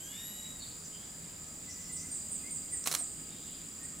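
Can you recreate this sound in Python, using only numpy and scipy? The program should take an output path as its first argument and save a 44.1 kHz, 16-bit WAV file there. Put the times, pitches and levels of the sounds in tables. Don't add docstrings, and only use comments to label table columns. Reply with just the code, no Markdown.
import sys
import numpy as np
from scipy import signal
from scipy.io import wavfile

SR = 44100
rng = np.random.default_rng(int(sys.argv[2]) if len(sys.argv) > 2 else 0)


def bounce(signal):
    frames = np.transpose(np.atleast_2d(signal))
    limited = np.clip(frames, -1, 1)
    pcm = np.round(limited * 32767).astype(np.int16)
    wavfile.write(sys.argv[1], SR, pcm)


N = 176400
TIME = np.arange(N) / SR


def from_db(db):
    return 10 ** (np.asarray(db) / 20)


def rms_one(x):
    return x / np.sqrt(np.mean(x ** 2) + 1e-20)


def pan(db):
    return from_db(np.array([[db], [-db]]) / 2)


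def in_time(rows):
    times, *columns = np.transpose(rows)
    return [np.interp(TIME, times, column) for column in columns]


def at_hz(points, hz):
    freqs, values = np.transpose(points)
    return np.interp(np.log(hz), np.log(freqs), values)


def drift(rate_hz):
    r = np.exp(-2 * np.pi * rate_hz / SR)
    return rms_one(signal.lfilter([1], [1, -2 * r, r * r], rng.standard_normal(N + SR))[SR:])


def stereo(pair, alike):
    alike = np.clip(alike, -1, 1)
    return np.sqrt(1 + alike) * pair[0] + np.sqrt(1 - alike) * pair[1] * np.array([[1], [-1]])


def resonant_noise(hz, width_hz):
    r = np.exp(-np.pi * width_hz / SR)
    section = [1 - r, 0, r - 1, 1, -2 * r * np.cos(2 * np.pi * hz / SR), r * r]
    return rms_one(signal.sosfilt([section, section], rng.standard_normal((2, N + SR)))[:, SR:])


def banded_noise(spectrum, likeness, flicker_db):
    edges = 20 * 2 ** np.arange(0, 10.1, .5)
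    white = rng.standard_normal((2, 2, N))
    out = 0
    for k, (low, high) in enumerate(zip(edges, edges[1:])):
        pair = signal.sosfilt(signal.butter(2, [low, high], "band", fs=SR, output="sos"), white[k % 2])
        hz = np.sqrt(low * high)
        gain = from_db(at_hz(spectrum, hz) + flicker_db * drift(5))
        out = out + gain * stereo(pair, at_hz(likeness, hz))
    return rms_one(out)


def woods(x, echo_db, alike):
    t = TIME[:SR]
    first_echo_s, die_away_s, leaf_decay_s = 0.011, 0.94, 0.0069
    trunks = from_db(-60 * t / die_away_s) * (t > first_echo_s)
    leaves = from_db(7.5) * np.exp(-t / leaf_decay_s)
    echoes = stereo(rng.standard_normal((2, SR)), alike) * (trunks + leaves)
    echoes /= np.sqrt(np.sum(echoes ** 2) / 2)
    return x + from_db(echo_db) * signal.fftconvolve(x[None], echoes, axes=1)[:, :N]


def tone(hz):
    return np.sqrt(2) * np.sin(2 * np.pi * np.cumsum(hz) / SR)


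def note(start, length, from_hz, to_hz, db, quaver, bend=1, growth=0):
    attack_s, release_s = 0.014, 0.004
    span = (TIME >= start) & (TIME < start + length)
    t = TIME[span] - start
    slide_hz = from_hz + (to_hz - from_hz) * (t / length) ** bend
    hz = slide_hz * (1 + quaver[span] * (t / length) ** growth)
    fade = np.minimum(t / attack_s, 1) * np.minimum((length - t) / release_s, 1)
    out = np.zeros(N)
    out[span] = from_db(db) * tone(hz) * fade
    return out


def pulsing(per_s, depth, unsteady):
    rate = per_s * (1 + unsteady * drift(9.48))
    return 1 + depth * np.sin(2 * np.pi * np.cumsum(rate) / SR)


def background():
    # f/Hz, relative level/dB
    air_colour = [(20, -2), (45, -4.5), (85, 2), (125, -5), (190, 0), (300, -6), (450, -8), (1000, -14),
                  (2500, -15.5), (5500, -17), (11000, -23), (16000, -34.5)]
    # f/Hz, likeness (0 to 1)
    likeness = [(60, 0.97), (150, 0.98), (260, 0.84), (500, 0.05), (1200, 0.067), (3000, 0.21),
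                (12000, 0.93)]
    # f/Hz, level/dB, width/Hz
    hum_bands = [(84, -71.5, 9), (162.4, -61.5, 7.2), (722, -89.5, 30), (1257.5, -74, 11)]
    # t/s, level/dB
    drone_swell = [(0, -71), (1, -67.5), (2.3, -60), (3, -61), (4, -61)]
    hums = sum(from_db(db) * resonant_noise(hz, width_hz)[0] for hz, db, width_hz in hum_bands)
    drone = rms_one(stereo(resonant_noise(hz=249, width_hz=116), alike=1.0))
    air = from_db(-52.5) * banded_noise(air_colour, likeness, flicker_db=1.0)
    return air + hums + from_db(in_time(drone_swell)[0]) * drone


def insects():
    # f/Hz, width/Hz, level before the swell/dB, pulse rate/Hz, left over right/dB
    groups = [(7170, 520, -51, 56, -1), (7612, 500, -51, 97, -2), (7700, 84, -59, 41, 3),
              (8970, 1060, -57, 70, -1), (14600, 1500, -64, 90, 0)]
    # t/s, added level/dB
    swell = [(0, 1), (1.3, -.5), (2.3, 2.5), (3.3, 0.5), (4, 0.5)]
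    chorus = 0
    for hz, width_hz, db, per_s, pan_db in groups:
        hiss = stereo(resonant_noise(hz, width_hz), alike=0.86)
        rasp = rms_one(hiss * pulsing(per_s, depth=0.16, unsteady=.15))
        chorus = chorus + rasp * pan(pan_db) * from_db(db + 0.1 * drift(8))
    return chorus * from_db(in_time(swell)[0])


def cricket():
    # t/s, level/dB
    loudness = [(0, -65), (.55, -65), (.75, -62.5), (1.35, -62.5), (1.7, -64), (2.1, -60.5), (2.4, -60),
                (2.8, -62.5), (3.35, -61), (4, -64)]
    pitch_hz, waver_hz = 4845, 30.3
    trill = tone(pitch_hz + waver_hz * drift(60)) * pulsing(per_s=29, depth=0.37, unsteady=0.184)
    echoing = rms_one(woods(trill, echo_db=2.5, alike=0.91))
    return from_db(in_time(loudness)[0]) * pan(3) * echoing


def rising_whistle():
    # t/s, f/Hz, level/dB
    path = [(0, 1500, -64), (.06, 1597, -58.5), (.13, 1705, -58), (.2, 1856, -52.5), (.27, 1917, -54),
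            (.35, 1928, -55.5), (.47, 1926, -55), (.56, 1893, -61), (.6, 1890, -82)]
    # multiple of the pitch, added level/dB
    partials = [(1, -10), (2, -0.5), (3, -10)]
    hz, db = in_time(path)
    hz = hz * (1 + .011 * drift(180))
    dulling_db = 0.36 * (db - db.max())
    voice = 0
    for multiple, partial_db in partials:
        voice = voice + from_db(db + partial_db + dulling_db * (multiple > 2)) * tone(multiple * hz)
    return woods(voice * (TIME < path[-1][0]), echo_db=-2, alike=0.65)


def thin_whistle():
    # t/s, level/dB
    loudness = [(0, -66), (.06, -57.5), (.22, -59.5), (.255, -48.5), (.32, -51.5), (.4, -61), (.5, -64),
                (.54, -72), (.62, -88)]
    pitch_hz, waver_hz, shake_hz, shakes_per_s = 11540, 27, 170, 285
    buzz = shake_hz * np.sin(2 * np.pi * shakes_per_s * TIME)
    voice = from_db(in_time(loudness)[0]) * tone(pitch_hz + buzz + waver_hz * drift(120))
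    return woods(voice * (TIME < loudness[-1][0]), echo_db=-7, alike=0.26)


def far_birds():
    # t/s, length/s, start f/Hz, end f/Hz, relative level/dB, quaver (share of the pitch)
    calls = [(0.026, 0.054, 6630, 6210, -53, 0.08), (0.117, 0.089, 2000, 2900, -61.5, 0.096),
             (0.068, .35, 2895, 2940, -64, 0.01), (0.593, 0.068, 4380, 4565, -51.5, .012),
             (0.61, 0.035, 4230, 3725, -50, 0.064), (0.836, 0.032, 6220, 5750, -51.5, 0.099),
             (0.916, 0.062, 3100, 3015, -59, 0.038), (0.986, .07, 3170, 3470, -64, 0.045),
             (1.07, 0.086, 1740, 1707, -69, .005), (1.672, 0.035, 2020, 1993, -55.5, .006),
             (1.75, .04, 1960, 1960, -65, .006), (1.889, 0.03, 2020, 2006, -54.5, 0.0066),
             (1.955, 0.037, 2044, 2020, -58, 0.0075), (2.022, 0.046, 2070, 2050, -62, .008),
             (1.689, 0.051, 5640, 6040, -48.5, 0.072), (1.8, 0.092, 5960, 5680, -57, 0.083),
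             (1.96, 0.0735, 5760, 6240, -50, 0.081), (2.395, 0.047, 2514, 2478, -61.5, 0.021),
             (2.43, 0.067, 1986, 2190, -58.5, 0.028), (2.719, 0.036, 2096, 1860, -54, 0.028),
             (3.288, 0.34, 3550, 3700, -61, 0.13), (3.795, 0.068, 1746, 1947, -60, 0.031)]
    quaver = drift(345)
    song = sum(note(start, length, from_hz, to_hz, db, rough * quaver)
               for start, length, from_hz, to_hz, db, rough in calls)
    return pan(-1.5) * woods(from_db(-1.5) * song, echo_db=0, alike=0.74)


def chirping_bird():
    # t/s, length/s, start f/Hz, end f/Hz, level before echoes/dB
    chirps = [(1.914, .06, 8840, 7260, -42.5), (2.106, 0.072, 8610, 7390, -41.5),
              (2.305, 0.066, 8680, 7400, -41), (2.501, 0.082, 8620, 7310, -41.5),
              (2.712, 0.074, 8710, 7450, -40), (2.976, 0.071, 8670, 7370, -40),
              (3.82, 0.048, 8690, 7660, -47.5), (3.983, .06, 8220, 7600, -45)]
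    quaver = .047 * drift(320)
    song = sum(note(*chirp, quaver, bend=1.9, growth=.9) for chirp in chirps)
    return pan(-4) * woods(song, echo_db=1.5, alike=0.87)


def ticks():
    # t/s, f/Hz, level/dB, decay time/s
    rings = [(2.841, 5750, -30, 0.0013), (3.009, 688, -45, 0.01)]
    out = 0
    for start, hz, db, decay_s in rings:
        age = np.maximum(TIME - start, 0)
        out = out + from_db(db) * np.sin(2 * np.pi * hz * age) * np.exp(-age / decay_s)
    return out


def crackle():
    # t/s, level/dB, decay time/s
    cracks = [(2.8584, -34.5, 0.021), (2.8728, -20.5, 0.0019), (2.879, -29.5, 0.0026),
              (2.9139, -31.5, 0.0081), (2.9195, -33, 0.0023), (2.9263, -28, 0.0024), (2.939, -29, 0.0025),
              (2.942, -35, 0.0025), (2.9477, -30, 0.0018), (2.9495, -19.5, 0.0023), (2.998, -44.5, 0.0073)]
    # f/Hz, width/Hz, relative level/dB
    ring_bands = [(725, 170, -22.5), (1114, 190, -17.5), (4135, 210, -15.5)]
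    # f/Hz, relative level/dB
    colour = [(60, -29), (250, -12), (500, -1.5), (1000, -5.5), (1700, 1.5), (3000, -2), (4300, 0.5),
              (6000, 2.5), (8600, 4), (12000, -3.5), (16000, -7)]
    tail_db, tail_s, grain_db = -17, 0.029, 2.5
    power = 0
    for start, db, decay_s in cracks:
        age = np.maximum(TIME - start, 0)
        fade = np.exp(-age / decay_s) + from_db(tail_db) * np.exp(-age / tail_s)
        power = power + (TIME > start) * (from_db(db) * fade) ** 2
    rings = sum(from_db(db) * stereo(resonant_noise(hz, width_hz), alike=0.97)
                for hz, width_hz, db in ring_bands)
    body = banded_noise(colour, likeness=[(500, 0.6), (5000, 0.9)], flicker_db=-0.5) + rings
    grainy = rms_one(body * from_db(grain_db * drift(1050)))
    return np.sqrt(power) * grainy


def scene():
    steady = background() + insects() + cricket()
    birds = rising_whistle() + thin_whistle() + far_birds() + chirping_bird()
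    return steady + birds + pan(-4) * (ticks() + crackle())


def record(dry):
    cutoff_hz = 15800
    return signal.sosfilt(signal.ellip(12, .1, 70, cutoff_hz, fs=SR, output="sos"), dry)


dry = scene()
out = record(dry)
bounce(out)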